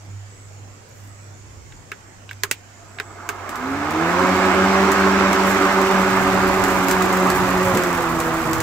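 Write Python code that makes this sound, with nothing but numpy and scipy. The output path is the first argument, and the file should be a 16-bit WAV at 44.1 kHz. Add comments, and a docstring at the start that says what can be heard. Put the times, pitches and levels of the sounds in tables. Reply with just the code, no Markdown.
"""Insects trill in a quiet yard while a distant engine drones, later falls in pitch and stops.
The switch and bail lever of a battery lawn mower on a brick path click, ringing the modes of its handle.
Its blade spins up: tones at multiples of the pass rate waver, and shaped noise roars and hisses.
Grit ticks on the steel deck as short noise bursts; near 5.5 s a tuft swells the hiss, then turf rumbles.
Late on the wheels thud off a brick edge and the blade speed sags, lowering the tones."""
import sys
import numpy as np
from scipy import signal
from scipy.fft import rfft, irfft
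from scipy.io import wavfile
from scipy.ndimage import uniform_filter1d

SR = 44100
rng = np.random.default_rng(int(sys.argv[2]) if len(sys.argv) > 2 else 0)


def put_to_file(sound):
    """Save the sound as 16-bit audio at rate SR, in the file named by the first command-line argument."""
    columns = np.atleast_2d(sound).T  # one column per channel
    safe = np.clip(columns, -1, 1)
    whole_steps = np.round(safe * 32767)
    wavfile.write(sys.argv[1], SR, whole_steps.astype(np.int16))


def volts_from_decibels(level):
    """Turn decibel levels (scalar or array-like) into linear amplitude factors."""
    exponent = np.asarray(level, float) / 20
    return 10 ** exponent


N = 380141
TIME = np.arange(N) / SR  # s

# blade speed: time_s, passes_per_s
SPEED = [(2.45, 4), (3.3, 45.6), (3.58, 61.7), (4.04, 83.4), (4.22, 92.7), (4.8, 97.2), (5.5, 96.8),
         (7.75, 92.4), (8.1, 83.3), (8.62, 81.2)]
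# share of the deck that stands over grass: time_s, share (0-1)
GRASS = [(4.9, 0.5), (5.4, 0.54), (6.2, 0.73), (7.4, 0.9)]
# level law of the roar: full_rate_db, per_tenfold_speed_db, over_grass_db
ROAR_LAW = (-17, 56.4, -3.1)
# relative spectrum of hiss, hard ticks and rustle: frequency_hz, density_db
HISS_SPECTRUM = [(2000, -6), (4000, -1), (7500, 10.5), (9500, 2.5), (15000, 6.5), (16000, -4)]
# relative spectrum of the tip rush and the body of ticks: frequency_hz, density_db
RUSH_SPECTRUM = [(1200, -9.5), (1900, 1), (2500, -2), (3200, -8.5), (8000, -16.5), (9500, -42)]
# stereo placing of the mower: frequency_hz, left_minus_right_db
MOWER_PAN = [(200, 1.5), (380, -2), (2400, -6.5), (4400, 0.5), (8100, 3.5), (15000, -5)]


def evened(x):
    """Normalization: scales a signal to rms 1."""
    return x / np.sqrt(np.mean(x ** 2) + 1e-20)


def read(points, hz):
    """Spectral interpolation: reads a table along a log-frequency axis."""
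    f, value = np.transpose(points)
    return np.interp(np.log(hz + 1), np.log(f + 1), value)


def curve(rows, axis=1):
    """Linear interpolation in time of one column of a table."""
    rows = np.array(rows)
    return np.interp(TIME, rows[:, 0], rows[:, axis])


def sides(db):
    """Intensity stereo: left and right gains for a level difference."""
    return volts_from_decibels(np.array([[db / 2], [-db / 2]]))


def level_db(law):
    """Power law: level grows with the log of blade speed and shifts with the grass under the deck."""
    full_rate = 95  # passes per s
    full_db, per_tenfold_db, grass_db = law
    speed_db = per_tenfold_db * np.log10(curve(SPEED) / full_rate)
    return full_db + speed_db + grass_db * np.clip(curve(GRASS), 0, 1)


def drift(hz):
    """Narrow-band fluctuation: complex noise low-passed twice at the given corner."""
    r = np.exp(-2 * np.pi * hz / SR)
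    z = rng.standard_normal(N) + 1j * rng.standard_normal(N)
    z = signal.lfilter([1], np.convolve([1, -r], [1, -r]), z)
    return z / np.sqrt(np.mean(abs(z) ** 2))


def noise(spectrum, same, pan, lead, patchy_db, size=1024):
    """Partly coherent stereo noise: random short-time spectra with patches drifting in time and frequency."""
    hz = np.fft.rfftfreq(size, 1 / SR)
    frames = 4 * N // size + 5
    a, b, c, d, patches = rng.standard_normal((frames, len(hz), 5)).T
    patches = evened(uniform_filter1d(uniform_filter1d(patches, 10, 0), 8, 1))
    like = np.clip(read(same, hz), -1, 1)[:, None]
    left = a + 1j * b
    shared = like * left * np.exp(-1j * read(lead, hz))[:, None]
    right = shared + np.sqrt(1 - like ** 2) * (c + 1j * d)
    tilt = volts_from_decibels(read(pan, hz) / 2)[:, None]
    gain = volts_from_decibels(read(spectrum, hz)[:, None] + patchy_db * patches)
    z = np.array([left * tilt, right / tilt]) * gain
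    return evened(signal.istft(z, nperseg=size, noverlap=3 * size // 4)[1][:, :N])


def coloured(x, points):
    """Linear filtering: weights the spectrum of a sound by a table."""
    size = x.shape[-1] + 2048
    gain = volts_from_decibels(read(points, np.fft.rfftfreq(size, 1 / SR)))
    return irfft(rfft(x, size) * gain, size)[..., :x.shape[-1]]


def add(mix, s, sound):
    """Superposition: adds a stereo sound to the mix at time s."""
    part = mix[:, round(s * SR):][:, :sound.shape[1]]
    part += sound[:, :part.shape[1]]


def blade(fuzz=1.7, lag=0.98, waver_hz=3):
    """Blade-pass harmonics: steady tones, each with a fuzzy one just below from air swirling behind the blade."""
    multiples = (2, 3, 4, 6, 8)  # of the pass rate
    # how much each tone wavers and smears: blur (ratio)
    blurs = (.24, 1.0, .3, 1.8, 1.5)
    # nominal tone levels, a row a multiple: full_rate_db, per_tenfold_speed_db, over_grass_db
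    tone_laws = [(-24.5, 127, -3.5), (-38.5, 60, -7), (-23, 80, -5), (-35, 67, -1), (-39, 60, -3)]
    # low deck resonance that lifts a passing tone: frequency_hz, width_hz, lift_db
    boom_hz, boom_width_hz, lift_db = (277.6, 30.4, 9.7)
    # tones set in once the swirl is orderly: threshold_passes_per_s, softness_passes_per_s
    threshold, softness = (62, 2.5)
    # motor windings: multiple of the pass rate, nominal_db, fluctuation_hz
    whine_multiple, whine_db, whine_width_hz = (57.5, -44, 12)

    speed = curve(SPEED)
    turns = np.cumsum(speed) / SR
    out = np.zeros((2, N))
    formed = 1 / (1 + np.exp((threshold - speed) / softness))
    for m, blur, law in zip(multiples, blurs, tone_laws):
        steady = np.exp(2j * np.pi * (m * turns + rng.random())) * (1 + blur * drift(1.46 * m))
        swirl = np.exp(2j * np.pi * m * lag * turns) * drift(waver_hz * np.sqrt(m))
        boom_db = lift_db / (1 + ((m * speed - boom_hz) / boom_width_hz) ** 2)
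        gain = np.sqrt(2) * formed * volts_from_decibels(level_db(law) + boom_db) / np.sqrt(1 + blur ** 2)
        tone = gain * (steady + fuzz * blur * swirl).real
        out += tone * sides(read(MOWER_PAN, 95 * m))
    # the pass rate itself is weak and shaky
    fundamental = (np.exp(2j * np.pi * turns) * (0.71 + drift(3.4))).real
    out += volts_from_decibels(level_db(ROAR_LAW) - 22.0) * fundamental
    # the whine fades in with speed and fades out as the mower is pushed off
    heard = np.clip(6.5 - TIME, 0, 1) * np.clip(TIME - 3.8, 0, 1)
    carrier = np.exp(2j * np.pi * whine_multiple * turns)
    whine = np.array([(carrier * drift(whine_width_hz)).real for _ in out])
    out += volts_from_decibels(whine_db) * heard * whine
    return out * (TIME > SPEED[0][0])


def air():
    """Turbulence noise: air roars, throbs and rings the hollow deck; tips rush; clippings hiss and crackle."""
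    # relative spectrum of the roar: frequency_hz, density_db
    roar_spectrum = [(90, -42), (200, -11.5), (380, -4), (470, -14), (800, -5.5), (1200, -4), (1700, -9.5),
                     (2500, -46)]
    # stereo coherence: frequency_hz, left_right_likeness (-1 to 1)
    same = [(130, 0.52), (640, 0.87), (1400, 0.8), (3100, 0.064)]
    # stereo phase: frequency_hz, left_lead_rad
    lead = [(300, -0.53), (1400, 0.57), (2800, 2.17)]
    # hollow under the deck: base_hz, fluctuation_hz, nominal_full_rate_db, per_tenfold_speed_db
    cavity_modes = [(700, 30, -35, 25), (1270, 30, -27, 52), (2150, 120, -31, 48)]
    # level laws: full_rate_db, per_tenfold_speed_db, over_grass_db; the hiss also swells in flurries
    rush_law = (-23, 71.6, -4.5)
    hiss_law = (-53.5, 63, 18.6)
    # a thick tuft is cut: time_s, half_length_s (to 1/e of the dB swell), swell_db
    tuft_s, tuft_half_s, tuft_db = (5.5, 0.053, 8.1)

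    throb = 1 + 0.099 * np.cos(2 * np.pi * np.cumsum(curve(SPEED)) / SR)
    roar = noise(roar_spectrum, same, MOWER_PAN, lead, patchy_db=1.5) * volts_from_decibels(level_db(ROAR_LAW))
    rush = noise(RUSH_SPECTRUM, same, MOWER_PAN, lead, patchy_db=1.0) * volts_from_decibels(level_db(rush_law))
    # grass lowers the pitch of the hollow, uneven ground moves it
    more_grass = np.clip(curve(GRASS) - GRASS[0][1], 0, 1)
    sunk = np.cumsum(1 - 0.2 * more_grass + .02 * drift(3).real) / SR
    hollow = np.zeros(N)
    for hz, width_hz, db, per_tenfold_db in cavity_modes:
        mode = (np.exp(2j * np.pi * hz * sunk) * drift(width_hz)).real
        hollow += volts_from_decibels(level_db((db, per_tenfold_db, -6))) * mode
    hollow = hollow * sides(-4)
    # on average 60 specks per s, each with a 2.9 ms decay
    specks = (rng.random(N) < 60 / SR) * volts_from_decibels(1.1 * np.minimum(rng.exponential(1, N), 3))
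    crackle = signal.lfilter([1], [1, -np.exp(-1 / (0.0029 * SR))], specks)
    flurries = volts_from_decibels(1.1 * drift(12).real + 2.8 * drift(90).real)
    flurries = flurries + crackle * np.clip(curve(GRASS), 0, 1)
    flurries = flurries * volts_from_decibels(tuft_db * np.exp(-((TIME - tuft_s) / tuft_half_s) ** 2))
    hiss = noise(HISS_SPECTRUM, same, MOWER_PAN, lead, patchy_db=1.0, size=256)
    hiss = hiss * flurries * volts_from_decibels(level_db(hiss_law))
    return ((roar + rush + hollow) * throb + hiss) * (TIME > SPEED[0][0])


def burst(t60, rise=0.00071, spike=0):
    """Impact noise: partly shared stereo noise rises fast and decays exponentially, led by a short spike."""
    t = np.arange(6000) / SR
    parts = rng.standard_normal((3, len(t)))
    fall = volts_from_decibels(-60 * t / max(t60, .005)) + spike * np.exp(-t / 0.0011)
    return (parts[:2] + 0.74 * parts[2]) * (1 - np.exp(-t / max(rise, 1e-4))) * fall


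def bright(hit):
    """Hard contact excites high frequencies: treble with some body under it."""
    return evened(coloured(hit, HISS_SPECTRUM)) + 0.96 * evened(coloured(hit, RUSH_SPECTRUM))


def grit():
    """Impact sound: hard grit makes short bright ticks on the steel, wheels make a low thud."""
    # grit thrown against the deck: time_s, peak_db
    ticks = [(3.492, -20), (3.556, -21), (3.9076, -20), (4.9177, -10), (5.33, -13.5), (5.815, -16),
             (5.9116, -18.5), (6.639, -10), (6.884, -8), (6.911, -8.5), (7.022, -13), (7.127, -13.5),
             (7.3017, -9), (7.7491, -17), (7.7726, -9.5), (7.8357, -15), (7.9287, -15), (8.2018, -12.5),
             (8.532, -10.5), (8.6034, -11.5)]
    # wheels drop off a brick edge: time_s, peak_db
    drops = [(7.734, -10)]
    thud_spectrum = [(40, -28), (180, 8), (380, -6), (550, -3), (1500, -42)]  # frequency_hz, gain_db

    out = np.zeros((2, N))
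    for s, peak_db in ticks:
        tick = bright(burst(0.15, rise=0.00029, spike=3.5))
        add(out, s, volts_from_decibels(peak_db) * tick / np.abs(tick).max())
    for s, peak_db in drops:
        thud = coloured(burst(0.2, rise=0.0083).mean(0), thud_spectrum)
        add(out, s, volts_from_decibels(peak_db) * np.array([thud, thud]) / np.abs(thud).max())
    return out


def handle():
    """Modal synthesis: each snap rings switch box and tube, mostly near its own pitch, under a bright crack."""
    # switch and lever: time_s, ring_peak_db (before panning), pitch_hz, crack_re_ring_db, t60_s
    clicks = [(1.722, -37, 1950, -35, 0.06), (1.917, -19, 1480, -6, 0.076),
              (2.291, -28.5, 2780, -22, 0.091), (2.311, -24.5, 1680, -7, 0.092),
              (2.331, -42, 2600, 11, 0.028), (2.4345, -13.5, 1330, 11.5, 0.1), (2.512, -17, 2500, 13, 0.12),
              (2.986, -22.5, 1770, -22, .04), (2.999, -14, 1530, -5, 0.074), (3.29, -17.5, 1120, 7, 0.13)]
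    # switch box and tube: mode_hz, nominal_db, decay (share of the t60 of the click)
    modes = [(400, 3, 0.76), (1012, -12.5, 0.55), (1614, -4, 0.32), (2285, -4, 0.25), (2660, -5.5, 0.33),
             (3670, -7, 0.22)]

    out = np.zeros((2, N))
    t = np.arange(6000) / SR
    modes_hz, modes_db, lasting = np.transpose(modes)[:, :, None]
    for s, peak_db, hz, treble_db, t60 in clicks:
        # every blow lands a little differently
        grip = rng.standard_normal((2, len(modes), 1))
        off_pitch_db = 5 * np.log2(modes_hz / hz) ** 2
        struck_db = modes_db - off_pitch_db + 2.0 * grip[0] - 60 * t / (lasting * t60)
        rise = 1 - np.exp(-t * modes_hz / 2.5)  # low modes build up late
        waves = np.sin(2 * np.pi * modes_hz * (1 + 0.038 * grip[1]) * t)
        rings = (volts_from_decibels(struck_db) * rise * waves).sum(0)
        chatter_spectrum = [(.4 * hz, -28), (hz, 0), (2.5 * hz, -18), (9000, -40)]
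        chatter = coloured(burst(t60, spike=2.5), chatter_spectrum)
        crack = bright(burst(0.6 * t60, rise=0.00051, spike=4.7))
        rings, chatter, crack = [v / np.abs(v).max() for v in (rings, chatter, crack)]
        snap = rings + 1.23 * chatter + volts_from_decibels(treble_db) * crack
        add(out, s, volts_from_decibels(peak_db) * sides(-3.5) * snap)
    return out


def insects():
    """Amplitude modulation: each trill is a train of wing strokes, every stroke a short fuzzy tone."""
    # two insects: pitch_hz, strokes_per_s, nominal_db
    wings = [(7820, 94, -53.5), (6840, 98, -55)]
    # trills: start_s, end_s, insect (row of the table above)
    trills = [(.08, .23, 1), (.27, .5, 0), (.52, .62, 1), (.89, 1.0, 1), (1.06, 1.3, 0), (1.33, 1.46, 1),
              (1.64, 1.82, 1), (2.68, 2.84, 1), (2.86, 3.19, 0)]

    out = np.zeros((2, N))
    for start, end, which in trills:
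        hz, rate, db = wings[which]
        t = np.arange(0, end - start, 1 / SR)
        strokes = np.maximum(np.sin(2 * np.pi * rate * t) + .6, 0)
        strokes = strokes * signal.windows.tukey(len(t), .3)
        scrape = rng.standard_normal((2, 2, len(t)))
        scrape = signal.lfilter([1], [1, -np.exp(-np.pi * 250 / SR)], scrape)
        tone = 1.8 + evened(scrape[0]) + 1j * evened(scrape[1])
        add(out, start, volts_from_decibels(db) * strokes * (tone * np.exp(2j * np.pi * hz * t)).real / 2)
    return out


def distant_engine():
    """Frequency modulation: a wavering tone falls in pitch, its level following a table."""
    # level before panning and waver: time_s, level_db
    levels = [(0, -46), (.15, -33.5), (.35, -44.5), (.62, -38.5), (.89, -54.5), (1.05, -38.5), (1.85, -55),
              (2.3, -44), (2.75, -51), (3.43, -40), (3.6, -54), (3.75, -38.5), (5.1, -38.5), (6.35, -47.5)]
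    start_hz, slows_from_s = 99.9, 2.6
    sag_hz, sag_bend = 6.5, 1.4  # fall = sag_hz x (seconds of slowing) ^ sag_bend
    engine_hz = start_hz - sag_hz * np.clip(TIME - slows_from_s, 0, 4) ** sag_bend
    drone = np.exp(2j * np.pi * np.cumsum(engine_hz) / SR) * (1 + .25 * drift(2.5))
    ending = np.clip(levels[-1][0] - TIME, 0, .1) * 10
    return np.sqrt(2) * drone.real * volts_from_decibels(curve(levels)) * ending * sides(-3.5)


def yard():
    """Ambient noise: a soft neighbourhood wash, rumble of wind and wheels on turf, and a clothing rustle."""
    # relative spectrum of the wash: frequency_hz, density_db
    wash_spectrum = [(30, -10), (150, -9.5), (450, -11), (2200, -18.5), (3900, -27.5), (7500, -18.5),
                     (9000, -35), (16000, -40)]
    # stereo coherence of the wash: frequency_hz, left_right_likeness (-1 to 1)
    wash_same = [(130, 0.46), (300, 0.78), (640, 0)]
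    # stereo placing of the wash: frequency_hz, left_minus_right_db
    wash_pan = [(100, 2), (2400, -5.5), (9000, -3.5)]
    # wind on the microphone: time_s, peak_db (added to the steady rumble)
    gust_peaks = [(1.6, -44.5)]
    calm_db, gust_half_s = -54, 0.22  # steady wind; half length of a gust to 1/e
    # wheels roll over turf: start_s, rise_s, level_db
    roll_s, roll_rise_s, roll_db = (5.95, 0.19, -35.5)
    # clothing brushes: start_s, length_s, nominal_db
    brush_s, brush_length_s, brush_db = (.85, .28, -62)

    flat = [(100, 0), (1000, 0)]
    wash = noise(wash_spectrum, wash_same, wash_pan, flat, patchy_db=2.0, size=2048) * volts_from_decibels(-46)
    low = [(20, -16), (55, 0.0), (130, 3.0), (400, -74)]  # frequency_hz, density_db
    rumble = noise(low, [(40, 0.18), (120, 0.65)], flat, flat, patchy_db=3.0, size=4096)
    gusts = sum(volts_from_decibels(db) * np.exp(-((TIME - s) / gust_half_s) ** 2) for s, db in gust_peaks)
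    rolling = volts_from_decibels(roll_db) * np.clip((TIME - roll_s) / roll_rise_s, 0, 1)
    rumble = rumble * (volts_from_decibels(calm_db) + gusts + rolling)
    rustle = coloured(rng.standard_normal((2, N)), HISS_SPECTRUM)
    rustle = rustle * volts_from_decibels(brush_db + 3.9 * drift(40).real)
    to_edge_s = np.minimum(TIME - brush_s, brush_s + brush_length_s - TIME)
    rustle = rustle * np.clip(to_edge_s / .04, 0, 1)
    return wash + rumble + rustle


def scene():
    """Superposition of mower, handle, insects, engine and yard."""
    return blade() + air() + grit() + handle() + insects() + distant_engine() + yard()


def low_pass(x):
    """Removes everything above the highest recorded frequency."""
    return signal.sosfilt(signal.butter(12, 16850, fs=SR, output="sos"), x)


def record(dry):
    """Band limiting by a linear-phase low-pass at 15750 Hz, then clipping at full scale."""
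    lowpass = signal.firwin(511, 15750, window=("kaiser", 7), fs=SR)
    limited = signal.oaconvolve(dry, lowpass[None], "same")
    return low_pass(np.clip(limited, -1, 1))


dry = scene()
out = record(dry)
put_to_file(out)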